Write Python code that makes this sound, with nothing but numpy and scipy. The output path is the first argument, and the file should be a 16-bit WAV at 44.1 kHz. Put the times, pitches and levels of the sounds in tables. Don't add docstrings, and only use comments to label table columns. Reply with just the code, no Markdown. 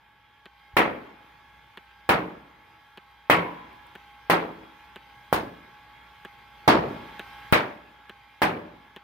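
import sys
import numpy as np
from scipy import signal
from scipy.fft import rfft, irfft, next_fast_len
from scipy.io import wavfile
from scipy.ndimage import uniform_filter1d, map_coordinates

SR = 44100
rng = np.random.default_rng(int(sys.argv[2]) if len(sys.argv) > 2 else 0)


def decibels_to_gain(level_db):
    exponent = np.asarray(level_db, float) / 20
    return 10 ** exponent


def store_wav(level_fs):
    pcm = np.round(np.clip(np.atleast_2d(level_fs), -1, 1) * 32767)
    wavfile.write(sys.argv[1], SR, pcm.T.astype(np.int16))


N = 398223

# start in seconds, clack over the whine in dB, pitch of the snap in Hz,
# level of the snap in dB.
LAUNCHES = [
    (.4576, 50.5, 4150, 4.5),
    (1.7739, 50, 3940, 1),
    (2.9748, 50, 4180, -2),
    (3.9535, 48, 3230, 0),
    (4.9603, 49.5, 3320, 6.5),
    (6.2501, 50, 3600, -2),
    (7.1949, 48.5, 3500, 4),
    (8.0960, 50, 3800, 3.5),
    (8.9631, 51.5, 3850, -2),
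]
# start in seconds, crack level in dB, echo level in dB,
# left over right in dB, lag of the left side in milliseconds.
SMACKS = [
    (.7674, -6, -15.5, 1, 0),
    (2.0912, -6, -16, -1, -.05),
    (3.2987, 1, -15, -1, 0.024),
    (4.2988, -2.5, -16.5, 1, -.05),
    (5.3278, 0, -22.5, -1.5, 0.11),
    (6.6778, -1.5, -12.5, -3, .25),
    (7.5256, -12, -15, -25, 0.017),
    (8.4187, -4.5, -18.5, 0, 0.029),
]
# frequency in Hz, likeness from 0 to 1.
FAR_LIKENESS = [(60, 1), (290, .75), (700, 0.43), (3100, 0.44), (6800, 0.033), (15000, 0.57)]


def motors():
    # turns a second in Hz, then rows of multiple of that speed, level in dB.
    wheels = [
        (275.4, [(5, -74.5), (6, -69.5), (12, -78), (18, -99)]),
        (282.8, [(6, -70.5), (12, -83.5), (18, -93)]),
    ]
    # frequency in Hz, width in Hz, level in dB.
    cage = [(3170, 68, 1.5), (4895, 66, 10)]
    # multiple of its turning speed, level in dB.
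    feeder_tones = [(1, -70), (13, -93), (14, -61.5), (15, -68.5), (26, -72.5)]
    # frequency in Hz, level in dB.
    gears = [(1132, -70), (1497, -81.5), (1900, -78.5), (2035, -78), (2436, -74), (2760, -81.5),
             (3467, -80), (3564, -79), (4032, -85)]
    # frequency in Hz, level in dB.
    mesh = [(1102, -70.5), (1319, -78), (1534, -80), (2164, -71), (3097, -78.5)]
    # frequency in Hz, level in dB.
    strain = [(4625, -88)]
    # frequency in Hz, level in dB per Hz.
    whirr = [(350, -69), (600, -27), (817, -9), (983, -10), (1130, -17.5), (1190, -16.5), (1660, -12),
             (1780, -14), (2170, -10), (7000, -35), (9100, -61), (15400, -120)]
    # frequency in Hz, width in Hz, level in dB.
    shell = [(1090, 41, -2.5), (1313, 31, 2.5), (1665, 70, -4), (2163, 19, -3), (2490, 20, -3),
             (2700, 35, -32), (3148, 76, -2), (3295, 68, -4.5), (3800, 32, -2), (4350, 72, -12),
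             (4740, 38, -15), (5200, 55, -19)]
    feeder_hz, off_centre_hz, off_centre_depth = 59.95, 63.7, 0.7

    wheel = speed(drop=.08, recover=.2) + .0006 * wobble(5)
    feeder = speed(drop=.022, recover=.45)
    tones = sum(orders(hz * wheel, table, flutter_db=3.5, blur=.5) for hz, table in wheels)
    tones = tones * decibels_to_gain(-30 * (1 - wheel))
    tones = filtered(tones, lambda hz: 1 + np.abs(resonances(cage)(hz)))
    tones = tones + orders(feeder_hz * feeder, feeder_tones, flutter_db=1.9, blur=0.14)
    tones = tones + orders(feeder, gears, flutter_db=2, blur=1.0)
    swell = 1 + off_centre_depth * np.cos(2 * np.pi * off_centre_hz * np.cumsum(feeder) / SR)
    tones = tones + swell * orders(feeder, mesh, flutter_db=2.0, blur=0.93)
    load = (60 * (1 - feeder)) ** 1.5
    tones = tones + load * orders(feeder, strain, flutter_db=2.2, blur=.6)

    chop = [1 + 0.2 * np.sin(2 * np.pi * np.cumsum(hz * wheel) / SR) for hz, _ in wheels]
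    rattle = chop * patchy(depth_db=2.5)
    broad = unit(stereo(rattle, lambda hz: decibels_to_gain(along(whirr, hz)), FAR_LIKENESS))
    shell_gain = lambda hz: np.abs(resonances(shell)(hz)) ** 1.52
    rung = unit(stereo(rattle[:, ::-1], shell_gain, FAR_LIKENESS))
    return tones * decibels_to_gain([[-.8], [.8]]) + decibels_to_gain(-60.5) * broad + decibels_to_gain(-67.5) * rung


def speed(drop, recover):
    t = np.arange(0, N + 64, 64) / SR
    lost = 0
    for start, *_ in LAUNCHES:
        grip = np.clip((t - start) / 0.017, 0, 1)
        lost = lost + drop * np.exp(-np.abs(t - start) / recover) * grip
    return 1 - np.interp(np.arange(N) / SR, t, lost)


def orders(hz, table, flutter_db, blur):
    turns = np.cumsum(hz) / SR
    total = 0
    for multiple, db in table:
        level = np.sqrt(2) * decibels_to_gain(db + flutter_db * wobble(11))
        total = total + level * np.sin(2 * np.pi * multiple * turns + blur * wobble(30))
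    return total


def launches():
    # frequency in Hz, width in Hz, level in dB.
    thump_modes = [(190, 130, 4.5), (413, 157, 8)]
    # frequency in Hz, width in Hz, level in dB.
    clack_modes = [(930, 410, 3.5), (1720, 260, 8.5), (2470, 300, 5.5), (2980, 650, 4)]
    trees_s, trees_db = .137, -17
    out, t = np.zeros((2, N)), np.arange(SR // 20) / SR
    lead, second, third = 60, round(.0048 * SR), round(.0105 * SR)
    for start, db, snap_hz, snap_db in LAUNCHES:
        second_db, thump_db, fizz_db = rng.normal((0.5, -.5, -0.5), 0.9)
        blows = np.zeros(len(t))
        blows[[lead, lead + second, lead + third]] = [-1, -decibels_to_gain(second_db), -decibels_to_gain(-9)]
        scrape = blows + .1 * decibels_to_gain(-60 * t / .06) * rng.standard_normal(len(t))
        thump = decibels_to_gain(thump_db) * filtered(blows * (1 + 120 * t), resonances(thump_modes))
        clack = filtered(scrape, lambda hz: resonances(clack_modes)(hz) / (1 + 1j * hz / 4000))
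        first = scrape * decibels_to_gain(-60 * t / 0.031)
        snap = filtered(first, lambda hz: resonances([(snap_hz, 1300, snap_db / 2)])(hz) ** 2)
        fizz = filtered(first, lambda hz: (hz > 5100) * decibels_to_gain(fizz_db - 20))
        dulled = filtered(clack + snap + thump, lambda hz: 1 / (1 + (hz / 4900) ** 12))
        sound = decibels_to_gain(gain_db(start) + db + 14.5) * (dulled + fizz)
        add(out, start - lead / SR, sound)
        answer = filtered(sound, lambda hz: 1j * hz / (1j * hz + 1200))
        add(out, start + trees_s, decibels_to_gain(trees_db) * answer)
    return out


def cracks():
    # start in seconds, height of the push,
    # frequency in Hz, scratch level in dB.
    jolts = [
        (7.52505, .98, 125, -16.5),
    ]
    out, t = np.zeros((2, N)), np.arange(-60, 200) / SR
    half = np.array([[.5], [-.5]])
    for start, crack_db, _, pan_db, lag_ms in SMACKS:
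        u = (t - lag_ms / 1000 * half) / .00015
        blow = -np.exp(-u ** 2 / 2) + .5 * np.exp(-((u - 3.2) / 1.83) ** 2 / 2)
        sharp = np.diff(rng.standard_normal((2, len(t) + 2)), n=2)
        grit = sharp + 1.2 * rng.standard_normal((2, len(t)))
        tick = decibels_to_gain(-30) * np.exp(-(u + 1.4) ** 2 / 3) * grit
        add(out, start - 60 / SR, decibels_to_gain(crack_db + pan_db * half) * blow + tick)
    t = np.arange(SR // 20) / SR
    for start, height, hz, scratch_db in jolts:
        brief = np.exp(-((t - .0004) / .0002) ** 2) * [[1], [.4]]
        scratch = brief * np.diff(rng.standard_normal((2, len(t) + 2)), n=2)
        add(out, start - .0006, decibels_to_gain(scratch_db) * scratch)
        push = np.cos(2 * np.pi * hz * t) * np.exp(-3.2 * hz * t) * (1 - np.exp(-t / .00015))
        add(out[0], start, height * 1.25 * push)
    return filtered(out, lambda hz: 1j * hz / (45 + 1j * hz))


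def smacks():
    # boom, body, bite, edge and treble, all in dB.
    spots = [
        (-1.5, 1.5, 3, -1.5, 0),
        (3, 0, 0.8, -.9, 1.5),
        (0, -.9, 4.5, 0, 3.5),
        (-4, 1.5, .4, 1.1, 2.5),
        (6.5, 1.5, -2, 5, 8),
        (5.5, .4, -4.5, 2.5, -6),
        (-0.5, -1.2, 3, 2.5, 1.5),
        (4, 1.5, 0.5, 1.1, 2),
    ]
    spot_hz = [70, 300, 2400, 4800, 12000]
    # door, tin and shelf, all in dB.
    shaken_db = [
        (-40, -30, -44),
        (-28.5, -33, -50),
        (-26, -31, -24),
        (-26.5, -34, -43),
        (-39.5, -36, -51),
        (-29, -23, -42),
        (-41, -28, -50),
        (-32.5, -26, -50),
    ]
    out = np.zeros((2, N))
    for (start, crack_db, echo_db, *_), spot, shaken in zip(SMACKS, spots, shaken_db):
        colour = sorted([(900, 0), *zip(spot_hz, spot)])
        held_s = max(0.049 - 0.1 * (crack_db - echo_db), .01)
        stretch = 1.13 + .006 * echo_db
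        ride_db = .55 * (gain_db(start + np.arange(SR) / SR) - gain_db(start))
        add(out, start + .0008, decibels_to_gain(echo_db + ride_db) * garage(colour, held_s, stretch))
        ring_panels(out, start + 0.001987, shaken)
    return out


def garage(colour, held, stretch):
    # frequency in Hz, time to fall 60 dB in seconds.
    early_fade = [(60, 0.37), (160, 0.83), (420, 0.56), (1100, 0.35), (2900, 0.26), (7700, 0.17),
                  (15000, 0.088)]
    # frequency in Hz, time to fall 60 dB in seconds.
    late_fade = [(60, 0.5), (300, 0.98), (1000, 1.44), (3000, 1), (8000, 0.67)]
    # frequency in Hz, level in dB per Hz.
    echo_colour = [(24, -61), (40, -15.5), (302, -4), (498, -2.5), (639, -3), (884, 0), (1290, -2.5),
                   (1460, -4), (2010, -5.5), (2230, -6), (3320, -15), (7200, -33.5), (11000, -29.5),
                   (15600, -29.5)]
    # frequency in Hz, likeness from 0 to 1.
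    echo_likeness = [(60, 1), (290, 0.89), (640, 0.27), (1400, 0.0067), (15000, 0.072)]
    # frequency in Hz, left over right in dB.
    side_lean = [(60, 1), (110, 0.5), (200, 0.5), (380, 0.5), (700, 0), (1290, -1), (2380, 3), (4400, -8),
                 (8120, 3.5), (15000, 10)]
    lumps = decibels_to_gain(1.75 * np.repeat(rng.standard_normal((2, SR // 25 + 1)), 25, axis=1)[:, :SR])
    hz, t, z = signal.stft(lumps * rng.standard_normal((2, SR)), SR, nperseg=256)
    after = .012 * np.logaddexp(0, (t - held) / 0.011)
    fade = 0
    for db, t60 in ((3.5, early_fade), (-20.5, late_fade)):
        fade = fade + decibels_to_gain(db - 60 * after / (stretch * along(t60, hz)[:, None]))
    bursts = uniform_filter1d(rng.standard_normal(z.shape[1:]), size=5, axis=0)
    bursts = uniform_filter1d(bursts, size=2, axis=1)
    fade = fade * decibels_to_gain(1.74 * unit(bursts))
    tail = signal.istft(z * fade, SR, nperseg=256)[1][:, :SR]
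    echoes = stereo(tail, lambda hz: decibels_to_gain(along(echo_colour, hz) + along(colour, hz)), echo_likeness)
    echoes = filtered(echoes, lambda hz: decibels_to_gain(along(side_lean, hz) * [[.5], [-.5]]) * hz / (hz + 40))
    echoes = echoes * np.clip(np.arange(SR) / SR / 0.00062, 0, 1)
    return echoes / np.sqrt(np.mean(echoes[:, :SR // 25] ** 2))


def ring_panels(out, start, shaken):
    # frequency in Hz, level in dB, time to fall 60 dB in seconds.
    door = [(172.8, 1.2, .5), (314, -2.5, .65), (322, -28, 2.2), (437, -13, .75), (500, -9, .4)]
    tin = [(590, -1, .5), (755, -7, 0.29), (1000, -8.5, .4), (1332, -2, 0.37), (1652, -4, .25)]
    shelf = [(917, -8, 1.1), (965, -14, 1.1), (1013, -12, 1.3), (1105, 2, .55), (1940, -5, 0.43),
             (2174, -3, 0.43), (2920, -12, .4)]
    ring_s = .8
    t = np.arange(round(ring_s * SR)) / SR
    swell = (1 - np.exp(-t / 0.0027)) * np.clip((ring_s - t) / .12, 0, 1)
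    for shake_db, modes in zip(shaken, (door, tin, shelf)):
        for hz, db, t60 in modes:
            level_db = shake_db + db - 60 * t / t60 + 3.4 * wobble(21.3, count=len(t))
            waver = (.4 + hz / 4000) * wobble(25, count=len(t))
            side_shift = rng.normal(0, hz / 900, (2, 1))
            phase = 2 * np.pi * hz * t + waver + side_shift
            add(out, start, decibels_to_gain(level_db) * swell * np.sin(phase))


def nearby():
    # time in seconds, level in dB.
    puffs = [
        (.743, -38),
    ]
    # start in seconds, level in dB.
    ticks = [
        (3.73, -57),
        (3.868, -52),
    ]
    out, t = np.zeros((2, N)), np.arange(SR // 20) / SR
    for start, db in puffs:
        u = t - .015
        add(out, start - .015, decibels_to_gain(db) * np.exp(-(u / 0.0045) ** 2) * np.cos(2 * np.pi * 70 * u))
    for start, db in ticks:
        noise = decibels_to_gain(db - 60 * t / .012) * rng.standard_normal((2, len(t)))
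        add(out, start, filtered(noise, lambda hz: hz > 7000))
    return out


def background():
    # frequency in Hz, level in dB per Hz.
    rumble = [(15, -49), (25, -23), (49, -11.5), (113, -3.5), (200, -10.5), (315, -12.5), (660, -14.5),
              (750, -13), (980, -43), (1650, -120)]
    # frequency in Hz, level in dB per Hz.
    hiss_colour = [(3240, -41), (5500, -27), (6000, -32), (6210, -16), (6750, -19), (7080, -17), (8220, 10),
                   (8700, 6.5), (11000, 2), (12700, 9), (15600, 4)]
    # frequency in Hz, width in Hz, level in dB.
    brushes = [(6620, 64, -3), (7640, 96, -20), (9700, 54, 0.5), (10300, 92, -9), (12160, 190, -1),
               (12800, 52, -3), (13500, 74, -7), (14200, 32, -6)]
    yard = stereo(rng.standard_normal((2, N)), lambda hz: decibels_to_gain(along(rumble, hz)), FAR_LIKENESS)
    yard = decibels_to_gain(-66 + 1.7 * wobble(5.5)) * unit(yard)
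    hiss_gain = lambda hz: decibels_to_gain(along(hiss_colour, hz)) * (1 + 2 * np.abs(resonances(brushes)(hz)))
    hiss = stereo(rng.standard_normal((2, N)), hiss_gain, FAR_LIKENESS)
    hiss = decibels_to_gain(-78 + .8 * wobble(12)) * unit(hiss)
    mix = hiss * decibels_to_gain([[1.2], [-1.2]]) + yard + decibels_to_gain(0.5) * motors()
    return decibels_to_gain(gain_db(np.arange(N) / SR) + 80.5) * mix


def gain_db(s):
    # time in seconds, gain in dB.
    gain_steps = [(0, -85.5), (.45, -84), (.9, -80), (2.05, -80.5), (2.35, -81.5), (3.27, -81),
                  (3.47, -77.5), (5.3, -77.5), (6.5, -77.5), (6.9, -71), (7.52, -71), (7.8, -79.5),
                  (9.03, -81)]
    return np.interp(s, *np.transpose(gain_steps))


def patchy(depth_db):
    z = signal.stft(rng.standard_normal((2, N)), nperseg=512)[2]
    field = uniform_filter1d(rng.standard_normal(z.shape[1:]), size=3, axis=0)
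    field = uniform_filter1d(field, size=8, axis=1)
    return signal.istft(z * decibels_to_gain(depth_db * unit(field)), nperseg=512)[1][:, :N]


def stereo(pair, gain, alike):
    turn = lambda hz: np.arccos(np.clip(along(alike, hz), -1, 1)) / 2
    mid, side = filtered(pair, lambda hz: gain(hz) * [np.cos(turn(hz)), np.sin(turn(hz))])
    return np.array([mid + side, mid - side])


def resonances(modes):
    def response(f):
        total = 0
        for k, (centre, width, db) in enumerate(modes):
            damping = 1j * f * width
            total = total + (-1) ** k * decibels_to_gain(db) * damping / (centre * centre - f * f + damping)
        return total
    return response


def filtered(x, response):
    m = next_fast_len(x.shape[-1] + 8192)
    return irfft(rfft(x, m) * response(np.fft.rfftfreq(m, 1 / SR)), m)[..., :x.shape[-1]]


def below(top_hz):
    return lambda hz: np.clip((top_hz - hz) / 160 + .5, 0, 1) ** 2


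def along(points, hz):
    f, v = np.transpose(points)
    return np.interp(np.log(hz + 1), np.log(f + 1), v)


def wobble(rate, count=N):
    coarse = np.arange(0, count + 64, 64)
    knots = rng.standard_normal(int(count * rate / SR) + 5)
    return np.interp(np.arange(count), coarse, map_coordinates(knots, [coarse * rate / SR]))


def unit(x):
    return x / np.sqrt(np.mean(x ** 2) + 1e-20)


def add(out, s, x):
    part = out[..., round(s * SR):][..., :x.shape[-1]]
    part += x[..., :part.shape[-1]]


def scene():
    return filtered(background() + launches() + smacks() + nearby(), below(15800)) + cracks()


def roll_off(x):
    return signal.sosfilt(signal.butter(12, 16970, fs=SR, output="sos"), x)


def record(dry):
    sound = .97 * dry / (1 + np.abs(dry) ** 8) ** (1 / 8)
    return roll_off(filtered(sound, below(16900)))


dry = scene()
out = record(dry)
store_wav(out)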